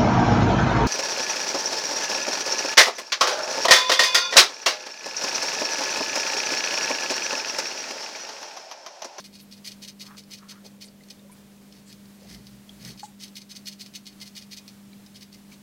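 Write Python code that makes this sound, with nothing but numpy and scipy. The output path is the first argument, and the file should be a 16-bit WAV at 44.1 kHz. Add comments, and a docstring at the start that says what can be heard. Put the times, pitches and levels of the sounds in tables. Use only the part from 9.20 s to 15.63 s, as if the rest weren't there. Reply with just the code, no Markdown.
"""An aquarium pane, heard close by, with a small magnetic cleaner working up and down it.
Each quick stroke bites, crushes hard algae crust in a short rasp of tiny fractures and rebounds.
Chips snap off as noise bursts, and band-pass modes let the glass ring briefly.
Midway the magnet drags slowly: stick and slip shakes low tank modes, and the pad rubs and squeaks.
A few drops plop as decaying, rising sines; a pump hums in steady sines under the hiss of the room."""
import sys
import numpy as np
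from scipy import signal
from scipy.fft import rfft, irfft
from scipy.io import wavfile
from scipy.ndimage import uniform_filter1d

SR = 44100
rng = np.random.default_rng(int(sys.argv[2]) if len(sys.argv) > 2 else 0)


def master(y):
    """Save y as 16-bit WAV."""
    cut = np.clip(np.atleast_2d(y).T, -1, 1)
    pcm = np.round(cut * 32767)  # scale
    wavfile.write(sys.argv[1], SR, pcm.astype(np.int16))


N = 283428
T = np.arange(N) / SR

# slow drags of the magnet: (middle [s], half-power length [s], relative rasp level [dB], judder level [dB])
DRAGS = [(2.568, .06, -59, -56), (2.708, .04, -54, -61), (3.038, 0.053, -57.5, -68),
         (3.128, 0.059, -50, -46), (3.28, 0.12, -62.5, -57), (3.627, 0.038, -52, -50),
         (3.685, 0.049, -44, -44.5)]


def undb(db):
    """Level to amplitude: 20 dB is a factor of ten."""
    return 10 ** (np.asarray(db) / 20)


def unit(x):
    """Normalisation to a root-mean-square of 1."""
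    return x / np.sqrt(np.mean(x ** 2))


def noise():
    """White noise: independent Gaussian samples, equal power at all frequencies."""
    return rng.standard_normal(N)


def walk(rate):
    """Slow random modulation of rms 1: smoothed random steps, rate per second."""
    size = int(SR / rate)
    steps = np.repeat(rng.standard_normal(N // size + 1), size)
    return unit(uniform_filter1d(steps, size)[:N])


def through(x, response):
    """Linear filtering: convolution with an impulse response scaled to unit energy."""
    return signal.fftconvolve(x, response / np.linalg.norm(response))[:N]


def colour(points, size=1024):
    """Minimum phase: the folded cepstrum turns a (frequency [Hz], level [dB]) curve into a causal response."""
    hz, db = np.transpose(points)
    bins = np.fft.rfftfreq(size, 1 / SR)
    log_gain = np.log(undb(np.interp(np.log(bins + 1), np.log(hz), db)))
    cepstrum = irfft(log_gain)[:size // 2]
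    cepstrum[1:] *= 2
    response = irfft(np.exp(rfft(cepstrum, size)))
    return response / np.linalg.norm(response)


def fade(t, t60):
    """Exponential decay of a damped system, 60 dB down after t60 seconds."""
    return np.exp(-np.log(1000) * t / t60)


def swell(middle, length, db):
    """Gaussian envelope of one pass; length is its full width at half power."""
    return undb(db) * .5 ** (2 * ((T - middle) / length) ** 2)


def strokes(rows):
    """Power addition: the joint envelope of several independent passes."""
    return np.sqrt(sum(swell(*row) ** 2 for row in rows))


def drag_effort():
    """Envelope of the slow drags, their powers added."""
    return strokes([(middle, length, db) for middle, length, db, _ in DRAGS])


def grains(rate, spread_db):
    """Shot noise: tiny fractures at random moments, of either sign and uneven size; rms 1."""
    size = undb(spread_db * np.clip(noise(), -2, 2))
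    happens = rng.random(N) < rate / SR
    return unit(happens * size * np.sign(noise()))


def burst(t60):
    """Transient: up to 25 ms of exponentially decaying noise, of unit energy."""
    t = T[:SR // 40]
    x = rng.standard_normal(len(t)) * fade(t, t60)
    return x / np.linalg.norm(x)


def resonance(x, hz, width):
    """One damped mode: a second-order band-pass with gain 1 at its centre."""
    return signal.lfilter(*signal.iirpeak(hz, hz / width, fs=SR), x)


def add(out, s, sound):
    """Superposition: mix a sound in from time s."""
    part = out[max(int(s * SR), 0):][:len(sound)]
    part += sound[:len(part)]


def room(x, wet_db, t60):
    """Reverberation: direct sound plus a short, diffuse wash from the tank and nearby walls."""
    t = T[:SR // 2]
    build_up = 1 - np.exp(-t / 0.00051)
    wash = rng.standard_normal(len(t)) * fade(t, t60) * build_up
    return x + undb(wet_db) * through(x, wash)


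def scraping(crumble_db, chip_db, snap_t60, coarse_hz, catch_db, contact_db):
    """Brittle fracture: strokes and drags crush crust and chips snap off, all exciting the pane's modes."""
    # quick strokes, about six a second while they last; each peaks one length after its start:
    # (start [s], half-power length [s], relative level [dB], relative rebound level [dB])
    # a rebound near -66 is lost in the room hiss
    stroke_table = [(0, 0.0057, -40, -43), (0.129, 0.023, -49.5, -51.5), (0.314, 0.016, -45.5, -54),
                    (0.447, 0.025, -37.5, -44.5), (0.621, 0.02, -40.5, -39), (0.797, 0.021, -41.5, -46.5),
                    (0.97, .018, -43.5, -60.5), (1.11, 0.023, -40.5, -53), (1.288, 0.019, -41.5, -73),
                    (1.447, 0.015, -46.5, -72), (1.611, 0.018, -41, -60), (1.901, .008, -41.5, -66),
                    (3.776, 0.021, -45.5, -49.5), (4.005, 0.028, -40.5, -54), (4.155, 0.016, -37.5, -51),
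                    (4.297, .019, -42, -42), (4.458, 0.02, -37.5, -47), (4.596, 0.021, -41, -52),
                    (4.738, 0.018, -41, -65), (4.857, 0.02, -44.5, -58), (5.002, 0.02, -42.5, -44),
                    (5.153, 0.022, -40, -48), (5.313, .018, -40.5, -41), (5.477, 0.013, -50.5, -70),
                    (5.946, 0.018, -49, -62), (6.009, 0.016, -46, -76), (6.125, .018, -52.5, -73),
                    (6.316, 0.017, -50, -73.5)]
    # the clearest snaps: chips of crust snapping off, and the sharper bites of some rebounds: (time [s],
    # relative level [dB])
    chips = [(1.037, -51.5), (1.185, -48), (1.296, -44.5), (1.836, -52), (1.886, -49.5), (2.524, -48),
             (2.727, -44), (2.855, -54), (3.094, -49), (3.111, -48), (3.147, -42.5), (3.269, -45.5),
             (3.492, -52.5), (3.649, -38.5), (4.081, -47), (4.217, -44), (4.662, -43.5), (4.757, -38),
             (4.867, -41), (5.372, -40), (5.479, -43), (5.863, -47.5), (6.128, -47)]
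    # spectrum of crumbling crust heard through the pane: (frequency [Hz], relative level [dB])
    crust_spectrum = [(300, -27), (1000, -31), (1600, -14.5), (2100, -8), (3100, -4), (3800, -1.5),
                      (4080, -3), (4400, 4.5), (5000, 3.5), (6300, -2), (6900, -8.5), (8000, -9),
                      (11000, -12.5), (16000, -17)]
    # modes of the pane and blade: (frequency [Hz], mean gain on the rasp [dB], width [Hz])
    pane_modes = [(2093, 4, 30), (2464, 5.5, 39), (2600, -26, 18), (3060, -1.5, 170), (3590, -12, 35),
                  (3850, -9, 83), (4280, 0.5, 67), (4690, -47, 110), (4960, -21, 120), (6280, -2, 137),
                  (7770, -6, 110)]
    bite_db = -5  # snap as the edge bites, relative to its pass
    rebound_lag_s, rebound_s = .05, 0.014  # delay after the peak, and length of the second rasp
    stroke_coarse_db, drag_coarse_db = 1.3, -2  # quick strokes break coarser crust than slow drags
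    flakes_per_s, flake_db = 70, -7  # smaller flakes break at random, relative to the crumbs

    # the edge catches and lets go every few milliseconds
    crumbs = unit(grains(rate=4000, spread_db=2.0) * undb(catch_db * walk(300)))
    flakes = through(grains(rate=flakes_per_s, spread_db=0.5), burst(snap_t60))
    crumbs += undb(flake_db) * flakes
    low_pass = signal.butter(3, coarse_hz, fs=SR, output="sos")
    coarse = signal.sosfiltfilt(low_pass, crumbs)
    fine = crumbs - coarse

    passes = [(s + length, length, db) for s, length, db, _ in stroke_table]
    passes += [(s + length + rebound_lag_s, rebound_s, db) for s, length, _, db in stroke_table]
    quick, slow = strokes(passes), drag_effort()
    force = fine * np.hypot(quick, slow)
    force += coarse * np.hypot(undb(stroke_coarse_db) * quick, undb(drag_coarse_db) * slow)
    force *= undb(crumble_db)

    # every quick pass and rebound opens with a snap, one length before its peak
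    bites = [(middle - length, db + bite_db) for middle, length, db in passes]
    for s, db in [*bites, *chips]:
        add(force, s, undb(db + chip_db) * burst(snap_t60))

    rasp = through(force, colour(crust_spectrum))
    # as the blade travels, each mode gets a changing share
    ringing = sum(undb(db + contact_db * walk(6.5)) * resonance(rasp, hz, width)
                  for hz, db, width in pane_modes)
    return rasp + ringing


def pump(waver_db, waver_phase):
    """Periodic forcing: mains harmonics and rotor tones, wavering with the load on the impeller."""
    # hum of the pump: (frequency [Hz], mean peak level [dB])
    hum_tones = [(100, -70), (150, -63.5), (200, -48), (232.5, -67.5), (250, -66.5), (300, -63.5),
                 (400, -68.5), (602.5, -72.5)]
    hum = 0
    for hz, db in hum_tones:
        strength = undb(db + waver_db * walk(9))
        phase = 2 * np.pi * (hz * T + rng.random()) + waver_phase * walk(5)  # [rad]
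        hum = hum + strength * np.sin(phase)
    return hum


def air(flicker_db):
    """Broadband turbulence: filtered noise as the wash of circulating water and room hiss."""
    # running water and room air: (frequency [Hz], relative level [dB])
    air_spectrum = [(20, -12), (40, -25.5), (58, -1), (75, -13.5), (125, -0.5), (160, -5.5), (205, 2.5),
                    (280, -6.5), (420, -10.5), (750, -14), (1400, -17), (4200, -18.5), (8000, -21.5),
                    (16000, -25)]
    air_db = -55  # level about which it flickers
    wash = unit(through(noise(), colour(air_spectrum, size=8192)))
    return undb(air_db + flicker_db * walk(14)) * wash


def brushing(patchy_db):
    """Sliding friction: patchy fine grains from the soft pad, band-passed for each drag, rub and squeak."""
    # the pad squeaks thinly: (middle [s], half-power length [s], level [dB], centre [Hz])
    squeaks = [(.223, 0.022, -53.5, 11800), (1.66, 0.015, -53, 8500), (2.127, .014, -54.5, 10000),
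               (2.69, 0.03, -56, 7700), (3.848, 0.032, -50, 7260)]
    # the pad rubs over the pane: (middle [s], half-power length [s], level [dB], centre [Hz])
    rubs = [(.91, 0.065, -50, 1190), (1.2, 2.3, -64, 480), (1.237, 0.053, -54.5, 1230),
            (1.355, 0.06, -54, 1280), (1.463, 0.019, -53, 550), (3.04, 0.045, -56.5, 550)]
    rub_width, squeak_width = 0.62, 0.33  # width of each band-pass as a share of the centre
    grind_hz, grind_width_hz, grind_db = 1960, 1060, -8  # the pad grinds along with each drag
    hiss_hz, hiss_width_hz, hiss_db = 10200, 7000, -12.5  # and hisses finely

    friction = grains(rate=2000, spread_db=0.0) * undb(patchy_db * walk(110))

    def band(hz, width):
        """Cascaded resonance: two equal band-passes select one band of the friction; rms 1."""
        return unit(resonance(resonance(friction, hz, width), hz, width))

    grind = undb(grind_db) * band(grind_hz, grind_width_hz)
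    hiss = undb(hiss_db) * band(hiss_hz, hiss_width_hz)
    out = drag_effort() * (grind + hiss)
    for touches, share in (rubs, rub_width), (squeaks, squeak_width):
        for middle, length, db, hz in touches:
            out += swell(middle, length, db) * band(hz, share * hz)
    return out


def water(rise, onset_s, splash_db, splash_t60):
    """Bubble resonance: each drop splashes and traps a bubble that rings and climbs a little in pitch."""
    # drops and bubbles in the water: (time [s], relative level [dB], starting pitch [Hz])
    drop_table = [(1.684, -40, 4420), (1.807, -49.5, 1990), (1.993, -47, 3550), (2.047, -50, 550),
                  (2.096, -48.5, 960), (2.122, -50, 2260), (3.493, -37, 3180), (3.831, -31, 816),
                  (5.73, -45.5, 3900), (5.731, -49, 2260), (5.958, -41, 3180), (6.32, -45, 2250)]
    bubble_cycles = 39.5  # periods of the starting pitch per 60 dB of decay: small bubbles die sooner
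    out, t = np.zeros(N), T[:SR // 4]
    for s, db, hz in drop_table:
        t60 = bubble_cycles / hz
        age = np.minimum(t / t60, 1.5)
        pitch = hz * (1 + rise * age)
        # damping grows as the bubble nears the surface, so the note holds and then dies fast
        size = fade(t * age, t60) * (1 - np.exp(-t / onset_s))
        note = np.sin(2 * np.pi * np.cumsum(pitch) / SR)
        add(out, s, undb(db) * size * note)
        # the splash lies just above the bubble's starting note
        splash_band = signal.butter(3, [hz, hz + 900], "band", fs=SR, output="sos")
        splash = signal.sosfilt(splash_band, burst(splash_t60))
        add(out, s, undb(db + splash_db) * splash)
    return out


def dragging():
    """Stick-slip: irregular slips of the magnet excite the low modes of the whole tank."""
    # modes that the judder shakes: (frequency [Hz], relative gain [dB], width [Hz])
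    tank_modes = [(44.6, -25, 10), (61.3, 3.5, 6.4), (125.3, 12, 4.4), (176, 7, 10.4), (213.3, -0.5, 4.6),
                  (360, -21, 14)]
    lag_s, stretch = 0.015, 1.8  # the judder builds up later and outlasts the rasp
    slips = grains(rate=470, spread_db=0.5)
    shake = sum(undb(db) * resonance(slips, hz, width) for hz, db, width in tank_modes)
    judder = strokes([(middle + lag_s, length * stretch, db) for middle, length, _, db in DRAGS])
    # the slowest sway of the tank radiates no sound
    high_pass = signal.butter(4, 40, "high", fs=SR, output="sos")
    return judder * unit(signal.sosfilt(high_pass, shake))


def scene():
    """Superposition of the cleaner and the drops over the steady hum and hiss."""
    rasp = scraping(crumble_db=-1.5, chip_db=21.5, snap_t60=0.023, coarse_hz=4070,
                    catch_db=2.5, contact_db=1.7)
    cleaner = room(rasp, wet_db=-6.5, t60=0.11) + dragging() + brushing(patchy_db=2.5)
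    drops = water(rise=0.14, onset_s=0.00074, splash_db=21.5, splash_t60=.025)
    drops = room(drops, wet_db=-15, t60=.25)
    background = pump(waver_db=0.93, waver_phase=0.037) + air(flicker_db=1.2)
    return (cleaner + drops + background)[None]


def record(dry):
    """Band limitation: a steep elliptic low-pass removes the treble above 15.8 kHz."""
    low_pass = signal.ellip(10, .2, 70, 15800, fs=SR, output="sos")
    return signal.sosfilt(low_pass, dry)


dry = scene()
out = record(dry)
master(out)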